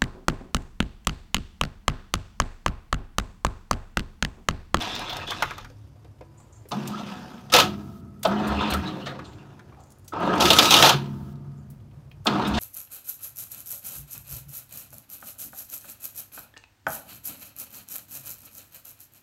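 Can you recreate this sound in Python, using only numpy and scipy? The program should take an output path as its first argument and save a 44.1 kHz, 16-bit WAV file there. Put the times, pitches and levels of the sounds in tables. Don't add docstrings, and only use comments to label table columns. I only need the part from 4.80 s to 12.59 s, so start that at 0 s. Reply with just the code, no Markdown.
import sys
import numpy as np
from scipy import signal
from scipy.io import wavfile
from scipy.ndimage import uniform_filter1d, minimum_filter1d

SR = 44100
rng = np.random.default_rng(int(sys.argv[2]) if len(sys.argv) > 2 else 0)


def elevation(decibels):
    levels = np.asarray(decibels, float)
    return 10 ** (levels / 20)


def master_out(mix):
    frames = np.transpose(np.atleast_2d(mix))
    ceiling = np.clip(frames, -1, 1)
    pcm = np.round(ceiling * 32767).astype(np.int16)
    wavfile.write(sys.argv[1], SR, pcm)


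N = 343523

# pitch in Hz, width in Hz, level in dB.
HOUSING_MODES = [(567, 46, -9), (671.4, 77, -4.5), (742, 30, -2.5), (890, 94, -4), (950, 32, -5),
                 (990, 60, -7), (1091, 69, -7), (1200, 15, -12.5), (1288, 50, 0), (1537, 27, -12.5),
                 (1643, 60, -21)]
GEAR_MODES = [(2576, 100, -3.5), (2750, 140, -3), (2930, 60, -4), (3290, 98, -0.5), (3500, 98, 0),
              (3630, 100, -2), (3880, 60, -1), (4268, 140, -1), (4480, 61, -8.5)]
RIM_MODES = [(4266, 89, -4.5), (5300, 39, -3.5), (6100, 260, -8)]
COVER_MODES = [(1660, 27, -3), (2040, 180, -12.5), (2386, 90, -6.5)]
# frequency in Hz, level in dB.
HOUSING_WASH = [(330, -31), (450, -9.5), (1450, -11.5), (1800, -25), (2300, -54)]
GEAR_WASH = [(1700, -28.5), (2300, -12.5), (3000, -1.5), (4300, -5), (5100, -21.5), (6000, -46)]
RIM_WASH = [(3800, -39.5), (4500, -5), (7000, -13.5), (9500, -20), (12000, -48.5)]
COVER_WASH = [(1200, -33), (1550, -5.5), (2600, -9.5), (3200, -28.5)]
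FIZZ_WASH = [(4000, -24.5), (7000, 0), (9500, 0.5), (10700, -7), (12500, -1.5), (15600, -8), (16000, -30),
             (16600, -39)]
# start in seconds, let-go in seconds,
# start level in dB, let-go level in dB, loose scrape of the teeth in dB.
PULLS = [
    (1.908, 2.15, -33.5, -37.5, 8),
    (3.444, 3.91, -27.5, -29, -5.5),
    (5.321, 5.39, -33.5, -32.5, -12),
    (5.401, 5.6, -26.5, -24, -8),
    (7.456, 7.8, -23.5, -29.5, -4.5),
]
GRINDS = [
    (2.719, 2.809, -20.5, -21.5, 1.5),
    (5.598, 6.096, -23.5, -13, 2),
]


def evened(x):
    return x / np.sqrt(np.mean(x ** 2) + 1e-20)


def body(modes, wash, size=16384):
    hz = np.fft.rfftfreq(size, 1 / SR)
    wash_hz, wash_db = np.transpose(wash)
    skirt_db = np.interp(np.log(hz + 1), np.log(wash_hz), wash_db, left=-90, right=-90)
    peaks = sum(elevation(2 * db) / (1 + (2 * (hz - mode_hz) / width) ** 2) ** 2 for mode_hz, width, db in modes)
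    log_gain = np.log(elevation(2 * skirt_db) + peaks + 1e-9) / 2
    circle = np.concatenate([log_gain, log_gain[-2:0:-1]])
    spectrum = np.exp(circle - 1j * signal.hilbert(circle).imag)
    taps = np.fft.ifft(spectrum).real[:size // 2]
    return taps / np.linalg.norm(taps)


def ring(drive, modes, wash):
    return signal.oaconvolve(drive, body(modes, wash))[:N]


def wander(seconds):
    span = max(int(seconds * SR), 2)
    return evened(uniform_filter1d(uniform_filter1d(rng.standard_normal(N), span), span))


def resonate(x, hz, width):
    turn = np.exp(2j * np.pi * hz * np.arange(len(x)) / SR)
    r = np.exp(-np.pi * width / SR)
    smooth = signal.lfilter([(1 - r) ** 2], [1, -2 * r, r * r], x / turn)
    return 2 * (turn * smooth).real


def patchy(x, patchy_db):
    z = signal.stft(x, nperseg=512, noverlap=384)[2]
    field = rng.standard_normal(z.T.shape)
    field = uniform_filter1d(uniform_filter1d(field, 14, 0), 6, 1).T
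    return signal.istft(z * elevation(patchy_db * evened(field)), nperseg=512, noverlap=384)[1][:N]


def shaking():
    rundown = [
        (-.02, 0.44, -35.5, -40, -2),
        (.472, 0.81, -38.5, -51.5, -1),
    ]
    # offset in dB, climb while held in dB/s, share of the drop (0-4), coasting fall in
    # dB/s.
    rundown_parts = [(2, 2.5, 1.3, 30), (4, -11, 0.84, 27), (-13, -18, 0.2, 18), (-24, -4, 1.2, 18),
                     (-21.5, 8, 3.6, 31), (-13.5, 16, .1, 8.5), (-7.5, -15, 0.49, 6.5), (-7, -6, 1.1, 1),
                     (-13.5, 13, 0.036, 2.5)]
    pull_parts = [(-0.5, 3.5, 1.05, 26.9), (-14, 28, 1.2, 36), (-31, 1.5, 0.87, 15), (-13, -5.5, 1.3, 28),
                  (-66, 1.5, 1.05, 30), (-6.5, -0.5, .1, 19), (-5, -0.5, 0.15, 22), (-5.5, 0, 0.14, 28),
                  (-23, 4, 0.092, 12)]
    grind_parts = [(-1.5, -5.5, 0.68, 66), (-1, -3.5, 0.55, 120), (-9.5, -6.5, 2.8, 30), (-2, -11.5, 1, 33),
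                   (-60.5, 0.5, 1.05, 29.4), (-13.5, -3.5, 0.26, 8.7), (-13.5, -23, 0.27, 18),
                   (-8, -13.5, 0.51, 31), (-17.5, -15, .1, 3.9)]
    resting_db = [-67.5, -82, -75.5, -92, -120, -67, -67, -65, -56]
    scrape_share = [-0.23, 0.12, 1.1, -1, -0.14, 0.29, 0.44, -.3, -1.2]
    # time to let go [s], then level left after letting go [dB].
    release_times = [.08, .085, .11]
    coasting_levels = [-69.5, -35, -42]
    engage_s = .004

    t = np.arange(0, N / SR + .01, .001)
    power = elevation(2 * np.array(resting_db))[:, None] * np.ones(len(t))
    all_spells = (rundown, PULLS, GRINDS)
    all_parts = (rundown_parts, pull_parts, grind_parts)
    for spells, parts, release_s, coasting_db in zip(all_spells, all_parts, release_times, coasting_levels):
        offset_db, climb, share, coast = np.transpose(parts)[:, :, None]
        for start, end, start_db, end_db, scrape_db in spells:
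            held = np.clip(t - start, 0, end - start)
            free = np.maximum(t - end, 0)
            db = start_db + offset_db + ((end_db - start_db) / (end - start) + climb) * held
            db = db + np.array(scrape_share)[:, None] * scrape_db
            db = db - share * (end_db - coasting_db) * np.minimum(free / release_s, 1) - coast * free
            power = power + elevation(2 * db) * np.clip((t - start) / engage_s, 0, 1) ** 2
    return [np.interp(np.arange(N) / SR, t, db) for db in 10 * np.log10(power)]


def starter(housing_db, gear_db, fizz_db, whine_db, clatter_db):
    click_level = elevation(3 * np.minimum(rng.exponential(1, N), 4))
    clicks = (rng.random(N) < 1500 / SR) * click_level * rng.choice([-1, 1], N)
    clumps = elevation(1.6 * wander(0.008) + 0.9 * wander(0.027))
    drive = evened(clumps * (.5 * evened(clicks) + 0.5 * rng.standard_normal(N)))
    housing = ring(drive * elevation(housing_db - 6.0), HOUSING_MODES, HOUSING_WASH)
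    gear = ring(drive * elevation(gear_db - 8.0), GEAR_MODES, GEAR_WASH)
    rim = ring(drive * elevation(0.51 * gear_db + 0.47 * fizz_db - 6.5), RIM_MODES, RIM_WASH)
    cover_gain = elevation(clatter_db) + elevation(0.45 * housing_db + 0.53 * gear_db - 16.0)
    cover = ring(drive * cover_gain, COVER_MODES, COVER_WASH)
    fizz = ring(drive * elevation(fizz_db - 7.5), [], FIZZ_WASH)
    whine = elevation(whine_db) * evened(resonate(drive, 1290, 60))
    tappets = elevation(clatter_db + 5) * evened(resonate(drive, 3480, 450))
    return whine + patchy(tappets + housing + gear + rim + cover + fizz, patchy_db=2.0)


def sheet_metal(tank_db, bonnet_db, wing_db, rumble_db):
    # pitch in Hz, width in Hz, level in dB.
    tank_modes = [(140, 6.2, 0.002)]
    bonnet_modes = [(205, 1.4, -3.5), (238, 20, -14)]
    wing_modes = [(307, 17, 0.037), (358, 5.2, 1)]
    # frequency in Hz, level in dB.
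    tank_wash = [(105, -44.5), (125, -9), (165, -13), (190, -51.5)]
    bonnet_wash = [(150, -48), (180, -13), (265, -20.5), (310, -44.5)]
    wing_wash = [(230, -39.5), (275, -6.5), (430, -9), (520, -45)]
    rumble_wash = [(22, -40), (40, -19.5), (60, -9.5), (105, -3), (125, -10.5), (150, -37)]

    shake = rng.standard_normal((4, N))
    tank = ring(shake[0] * elevation(tank_db - 5.0), tank_modes, tank_wash)
    bonnet = ring(shake[1] * elevation(bonnet_db - 1.5 + 0.56 * wander(.04)), bonnet_modes, bonnet_wash)
    wing = ring(shake[2] * elevation(wing_db - 3.5 + 0.5 * wander(.03)), wing_modes, wing_wash)
    rumble = ring(shake[3] * elevation(rumble_db - 5.5 + 1.6 * wander(.04)), [], rumble_wash)
    return tank + bonnet + wing + rumble


def gusts():
    # time in seconds, level in dB.
    gust_curve = [(0, -48), (.4, -50), (.8, -53), (1.05, -85), (1.5, -69.5), (7.79, -68)]
    # frequency in Hz, level in dB.
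    gust_wash = [(15, -37), (24, 3.5), (40, 2.5), (60, -29)]
    level_db = np.interp(np.arange(N) / SR, *np.transpose(gust_curve))
    return ring(rng.standard_normal(N) * elevation(level_db + 2.4 * wander(.06)), [], gust_wash)


def open_air():
    # frequency in Hz, level in dB.
    air_wash = [(200, -7.5), (550, 6.5), (1400, -5.5), (2800, -11.5), (8000, -20.5), (15500, -24.5),
                (16000, -46), (16600, -50.5)]
    return elevation(-67 + 1.4 * wander(0.13)) * ring(rng.standard_normal(N), [], air_wash)


def puffs():
    # start in seconds, level in dB, pitch in Hz, length in seconds.
    puff_rows = [(0.01, -34.5, 3440, 0.019), (0.087, -39.5, 3480, .07), (0.255, -44, 3520, 0.043),
                 (0.292, -38, 3460, 0.045), (0.355, -48.5, 3420, 0.032), (0.404, -47, 2620, 0.048),
                 (0.466, -39, 3420, 0.064), (0.099, -48.5, 5170, 0.11), (2.126, -42.5, 1290, 0.087),
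                 (3.489, -34, 1290, 0.054), (3.552, -42, 1290, 0.03), (3.564, -43, 2980, .03),
                 (3.631, -38, 1290, .04), (3.694, -34, 1290, 0.023), (3.764, -40, 2660, .05),
                 (3.791, -38, 3530, 0.053), (3.796, -34, 1290, 0.033), (3.807, -31, 960, 0.053),
                 (3.827, -39, 2640, 0.045), (3.891, -36, 1110, 0.019), (3.94, -29, 1290, 0.027),
                 (4.056, -43, 3900, 0.034), (4.078, -47, 1200, .04), (4.099, -52, 525, 0.21),
                 (4.208, -51, 2900, 0.047), (4.265, -50, 3870, .04), (4.3, -49.5, 515, .1),
                 (4.443, -56, 4200, .02), (4.585, -61, 2700, .04), (4.697, -67, 2880, .02),
                 (4.971, -55, 800, 0.036), (5.611, -32, 945, .04), (5.862, -28.5, 3820, 0.068),
                 (5.903, -29, 940, 0.062), (5.94, -26, 3700, 0.057), (6.029, -21.5, 882, 0.071),
                 (6.04, -24, 4080, 0.037), (6.077, -30, 895, 0.032), (2.735, -24.5, 522, 0.073),
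                 (5.63, -27, 368, 0.056), (5.75, -34, 1480, 0.041), (6.1, -35.5, 1500, 0.045),
                 (7.536, -38, 1200, .06), (7.649, -36.5, 3600, 0.021)]
    out = np.zeros(N + SR)
    for (s, db, hz, length), scrape in zip(puff_rows, rng.standard_normal((len(puff_rows), SR // 4))):
        band = evened(resonate(scrape, hz, .12 * hz))
        band = band[SR // 50:][:int(1.5 * length * SR)]
        swell = np.sin(np.pi * np.linspace(0, 1, len(band)) ** 0.5)
        out[round(s * SR):][:len(band)] += elevation(db) * band * swell
    return out[:N]


def blows():
    # start in seconds, knock peak in dB, ring gear above the knock in dB,
    # knock pitch in Hz.
    knock_rows = [(0.0188, -27, -4.5, 930), (0.1905, -29.5, -3, 670), (0.365, -27, -4.5, 660),
                  (0.472, -33.5, -9, 477), (0.5046, -28.5, 1.5, 950), (0.5165, -19.5, -22, 1310),
                  (0.621, -10, -11.5, 1240), (0.7058, -22.5, -17, 1290), (0.7784, -28, -10.5, 1170),
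                  (0.844, -32.5, -14, 1370), (0.897, -43.5, -14, 450), (1.244, -42, -16.5, 470),
                  (1.4075, -32.5, -27, 500), (1.8517, -40, -25, 444), (4.389, -29, -21, 1200),
                  (1.598, -47, -22, 950), (1.155, -51, -25, 620), (4.791, -40, -14.5, 1410),
                  (4.92, -43, -35, 1056)]
    clunk_rows = [
        (1.9149, -21.5, -5.5, 790),
        (2.697, -34.5, -2.5, 1200),
        (3.4486, -13, -5.5, 668),
        (5.332, -32, -13, 875),
        (7.4659, -13.5, 0.5, 1240),
    ]
    stroke_rows = [(3.801, -29, -6, 990), (2.175, -36.5, -3, 1030), (2.2515, -46, 5, 1290),
                   (4.06, -30.5, -5.5, 1170), (4.25, -24, -6.5, 1250), (4.435, -48.5, 4, 784),
                   (4.9789, -49.5, -14, 760), (7.7303, -30, 4, 773), (7.7613, -21.5, -1, 1400)]
    clash_rows = [(2.724, -25.5, -1, 1190), (2.7354, -7, -0.5, 1280), (2.7466, -15.5, 3, 900),
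                  (2.7601, -10, -0.5, 1310), (2.7835, -14, 2.5, 900), (2.7974, -12, 0, 1300),
                  (5.5776, -35, -0.5, 1200), (5.604, -19, 2.5, 730), (5.6202, -19, 2, 900),
                  (5.6789, -23, 2, 1290), (5.8269, -25.5, 3.5, 1290), (5.853, -21, 4, 1200),
                  (5.9624, -15.5, 2, 901), (5.985, -21, 4, 1290), (5.92, -16.5, 5.5, 900),
                  (6.0425, -14, -0.5, 900), (6.059, -11, -3.5, 1290), (5.6523, -17.5, 2, 1330),
                  (5.7013, -13, 5.5, 664), (5.729, -19.5, 7.5, 1290), (5.7845, -6.5, 2, 1200),
                  (5.905, -19, 11, 736), (5.9375, -13, 5.5, 970), (6.0222, -5.5, -2.5, 1300),
                  (6.091, -16.5, 4, 732)]
    snap_rows = [
        (2.0727, -51, 13, 713),
        (3.4289, -34, 0, 2280),
        (3.9348, -19.5, -12.5, 1290),
    ]
    hiss_rows = [(3.667, -43.5, 7, 746), (3.897, -36.5, 6.6, 706), (5.45, -57, 6, 900),
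                 (5.545, -49.5, 6, 900), (7.668, -44.5, 9.4, 960), (7.755, -63, 6.5, 960)]
    # rise in seconds, t60 in seconds,
    # fizz above the gear in dB, cover above the knock in dB, housing above the knock in dB.
    blow_kinds = [(0.0032, 0.044, -5, -19.5, -25), (0.0041, 0.052, -21.5, -32, -7),
                  (0.02, 0.154, -23, -23, -8), (0.003, 0.068, -10, -18.5, -8),
                  (0.0033, 0.065, 4.5, -28, -11), (0.015, .08, 8, -19.5, -7.5)]

    gear, rim, fizz, knock, housing, cover = np.zeros((6, N + SR))
    t = np.arange(SR // 2) / SR
    all_rows = (knock_rows, clunk_rows, stroke_rows, clash_rows, snap_rows, hiss_rows)
    for rows, (rise_s, t60, fizz_up_db, cover_up_db, housing_up_db) in zip(all_rows, blow_kinds):
        fall_db = 60 * t / t60
        rise = np.minimum(t / rise_s, 1) ** 2
        for (s, knock_db, gear_up_db, hz), noise in zip(rows, rng.standard_normal((len(rows), len(t)))):
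            at = slice(round(s * SR), round(s * SR) + len(t))
            gear_db = knock_db + gear_up_db
            pitched = rise * evened(resonate(noise, hz, .6 * hz))
            burst = rise * noise
            gear[at] += elevation(gear_db - 1.0 - fall_db) * burst
            rim[at] += elevation(0.85 * gear_db + 0.21 * fizz_up_db - 3.0 - 1.7 * fall_db) * burst
            fizz[at] += elevation(gear_db + fizz_up_db + 1.0 - 1.6 * fall_db) * burst
            housing[at] += elevation(knock_db + housing_up_db - 0.51 * fall_db) * burst
            cover[at] += elevation(knock_db + cover_up_db - 0.71 * fall_db) * burst
            knock[at] += elevation(knock_db - 6.5 - 0.49 * fall_db) * pitched
    bright = ring(gear, GEAR_MODES, GEAR_WASH) + ring(rim, RIM_MODES, RIM_WASH) + ring(fizz, [], FIZZ_WASH)
    dull = ring(housing, HOUSING_MODES, HOUSING_WASH) + ring(cover, COVER_MODES, COVER_WASH)
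    return knock[:N] + dull + bright


def ticks():
    # start in seconds, peak in dB, pitch in Hz, t60 in seconds.
    tick_rows = [(0.0434, -47, 3320, 0.024), (0.0694, -32, 2360, 0.012), (0.1497, -24, 4550, 0.055),
                 (0.2094, -28, 3325, 0.027), (0.2578, -41.5, 3470, 0.024), (0.294, -25, 3620, 0.12),
                 (0.329, -19.5, 3640, 0.026), (0.407, -32, 2500, 0.046), (0.5894, -48, 2700, 0.037),
                 (1.384, -57, 3050, 0.04), (1.5994, -52, 7560, 0.04), (2.578, -43, 2880, 0.062),
                 (4.53, -46, 3550, 0.064), (4.8948, -47, 2680, 0.02), (5.0028, -49, 7160, 0.025),
                 (5.0344, -49, 6920, 0.035), (5.1027, -42, 7920, 0.02), (5.119, -41.5, 8740, 0.026),
                 (5.184, -49, 10900, 0.02), (5.193, -49, 10000, .02), (5.058, -54, 9000, .02),
                 (5.069, -53, 8000, .02), (5.112, -48, 10000, 0.017), (5.402, -45, 11000, 0.027),
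                 (4.945, -45, 2000, 0.022), (7.298, -62.5, 11000, 0.018), (1.855, -45, 1500, 0.023),
                 (5.244, -52.5, 8050, 0.095), (5.2775, -38.5, 6460, 0.078), (6.555, -49, 4680, 0.024),
                 (6.9994, -56.5, 2650, 0.039), (7.1117, -54, 2650, 0.042), (7.3133, -38.5, 2670, 0.033)]
    switch_rows = [(1.886, -44, 12500, 0.1), (3.392, -60, 13000, .08), (3.47, -39, 12000, 0.05),
                   (5.28, -36.5, 9000, 0.03), (6.9, -51, 15000, .1), (7.449, -40, 17000, 0.082),
                   (5.278, -46, 18000, 0.066), (3.431, -33, 14000, 0.035)]
    rows = tick_rows + switch_rows
    out = np.zeros(N + SR)
    t = np.arange(SR // 10) / SR
    for (s, db, hz, t60), burst in zip(rows, rng.standard_normal((len(rows), len(t)))):
        tap = evened(resonate(burst, hz, 0.74 * hz)) + hz / 18000 * np.diff(burst, prepend=0)
        fall = elevation(db - 7.5 - 60 * t / np.clip(t60, .01, .1))
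        out[round(s * SR):][:len(t)] += fall * np.minimum(t / 0.0028, 1) * tap
    return out[:N]


def yard(x):
    t = np.arange(SR // 3) / SR
    echoes = (rng.random(len(t)) < 2000 / SR) * rng.choice([-1, 1], len(t))
    taps = echoes * elevation(-60 * t / 0.22) * (t > .004)
    return signal.oaconvolve(x, taps / np.linalg.norm(taps))[:N]


def after_ring():
    # start in seconds, level in dB, then modes of pitch in Hz, level in dB, t60 in seconds.
    ring_rows = [
        (0.8, -55.5, [(105.7, 5, 9), (68.4, -2, 9), (238, -7.5, 2), (276, -4.5, 4)]),
        (1.409, -58, [(330, 1, 1.3), (990, -9.5, 3.2)]),
        (2.1, -48.5, [(1290, -2, 2.4), (890, -4.5, 1.8), (2590, -12, 2.5)]),
        (2.829, -34, [(88.25, -9, 3.6), (205, 1, 1.6), (307, -8, 1.2), (414, -27, 2.7), (624, -15, 0.55), (672, -16.5, 1.6)]),
        (3.999, -43.5, [(140, -4.5, 4), (307, -2, 1.8), (371, -8, 2), (680, -9.5, 1.6), (1287, -7, 1.8)]),
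        (6.12, -29, [(140, 2, 1.1), (205, -7, 2.4), (238, -14, 2.6), (307, -7.5, 1.1), (373, -9.5, .6), (690, -23, 1.9), (896, -21, 1.4), (1007, -17.5, 0.67), (1220, -38.5, 5)]),
    ]
    out = np.zeros(N)
    flicker = elevation(2.0 * wander(0.03))
    flicker = np.concatenate([flicker, flicker[::-1]])
    for s, level_db, modes in ring_rows:
        t = np.arange(N - round(s * SR)) / SR
        grip = min(row[0] for row in PULLS + GRINDS if row[0] > s) - s
        free = np.clip(1 - (t - grip) / .04, 0, 1)
        for (hz, db, t60), (phase, shift) in zip(modes, rng.random((len(modes), 2))):
            tone = np.sin(2 * np.pi * (hz * t + phase)) * np.minimum(t / 0.025, 1)
            tone = tone * flicker[int(shift * N):][:len(t)]
            out[-len(t):] += elevation(level_db + db - 60 * t / t60) * tone * free
    return out


def bird():
    # start in seconds, level in dB, pitch in Hz, t60 in seconds.
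    calls = [
        (1.572, -63, 7670, 0.35),
        (1.72, -61.5, 7220, 0.38),
        (4.449, -66.5, 7500, 0.48),
        (4.681, -83.5, 6780, 0.2),
        (4.994, -73, 7170, 1),
        (6.768, -76, 7140, .4),
    ]
    out = np.zeros(N)
    t = np.arange(SR // 4) / SR
    for s, db, hz, t60 in calls:
        breath = rng.standard_normal(len(t))
        whistle = evened(resonate(breath, hz, 110)) + .45 * evened(resonate(breath, 1.14 * hz, 250))
        buzz = 1.04 * evened(resonate(breath, .93 * hz, 900)) * elevation(-60 * t / (1.1 * t60))
        call = elevation(db - 60 * t / t60) * whistle + elevation(db) * buzz
        out[round(s * SR):][:len(t)] += call * np.minimum(t / 0.0092, 1)
    return out


def drone():
    # time in seconds, pitch in Hz, level in dB.
    tries = [
        [(1.92, 170, -44), (1.934, 173, -27), (2.022, 237, -43), (2.07, 190, -59), (2.106, 212, -38),
         (2.328, 202, -36.5), (2.538, 215, -61), (2.6, 238, -45)],
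        [(3.46, 181, -26), (3.538, 209, -26), (3.704, 209, -23.5), (3.822, 202, -33), (3.842, 215, -27.5),
         (4.1, 180, -37.5), (4.228, 180, -43), (4.3, 224, -41)],
        [(5.36, 176, -51), (5.406, 172, -35), (5.54, 188, -28), (5.598, 170, -32.5), (5.64, 189, -35.5),
         (5.672, 191, -24.5), (5.692, 173, -27), (5.75, 183, -28)],
        [(7.48, 191, -47), (7.484, 192, -38), (7.62, 201, -23), (7.644, 202, -42), (7.69, 200, -21),
         (7.728, 224, -30), (7.766, 223, -25), (7.79, 198, -14)],
    ]
    out = np.zeros(N)
    for s, hz, db in map(np.transpose, tries):
        t = np.arange(s[0], min(s[-1], N / SR - .001), 1 / SR)
        tone = np.sqrt(2) * np.sin(2 * np.pi * np.cumsum(np.interp(t, s, hz)) / SR)
        level = elevation(np.interp(t, s, db) - 5)
        out[round(s[0] * SR):][:len(t)] += level * tone * signal.windows.tukey(len(t), .1)
    return out


def exhaust():
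    # start in seconds, level in dB, start pitch in Hz, end pitch in Hz, length in seconds.
    thumps = [
        (3.682, -27, 58, 77.7, 0.15),
        (3.91, -26.5, 57.6, 82.2, 0.12),
        (5.586, -34.5, 56.85, 82, 0.21),
        (7.695, -26, 57.3, 77, 0.15),
    ]
    out = np.zeros(N)
    for s, db, start_hz, end_hz, length in thumps:
        u = np.linspace(0, 1, int(length * SR))
        turns = np.cumsum(start_hz + (end_hz - start_hz) * np.sqrt(u)) / SR
        thump = elevation(db - 1.5 - 3.3 * u) * np.sin(2 * np.pi * turns) * signal.windows.tukey(len(u), .3)
        part = out[round(s * SR):][:len(u)]
        part += thump[:len(part)]
    return out


def scene():
    *teeth_db, tank_db, bonnet_db, wing_db, rumble_db = shaking()
    iron = starter(*teeth_db) + puffs() + blows() + ticks()
    low = sheet_metal(tank_db, bonnet_db, wing_db, rumble_db) + gusts() + after_ring() + drone() + exhaust()
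    return (iron + elevation(-10.0) * yard(iron) + low + bird() + open_air())[None]


def low_pass(x):
    return signal.sosfilt(signal.butter(12, 16430, fs=SR, output="sos"), x)


def record(dry):
    # frequency in Hz, level in dB.
    hiss_wash = [(1500, -36.5), (3000, 3.5), (9000, -5.5), (15600, -0.5), (16000, -29), (16600, -41)]
    loud_db, hold_s, hiss_db = -27, .35, -68
    quiet = 1. * (uniform_filter1d(dry[0] ** 2, 3000) < elevation(2 * loud_db))
    hold = int(hold_s * SR)
    open_gate = 1 - minimum_filter1d(quiet, hold, origin=(hold - 1) // 2)
    hiss = elevation(hiss_db) * uniform_filter1d(open_gate, 400) * ring(rng.standard_normal(N), [], hiss_wash)
    no_bass = signal.sosfilt(signal.butter(2, 40, "high", fs=SR, output="sos"), dry + hiss)
    rounded = 1.23 * np.tanh(no_bass / 0.94)
    treble_edge = signal.firwin(511, 15950, fs=SR)[None]
    return low_pass(signal.oaconvolve(rounded, treble_edge, "same"))


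dry = scene()
out = record(dry)
master_out(out)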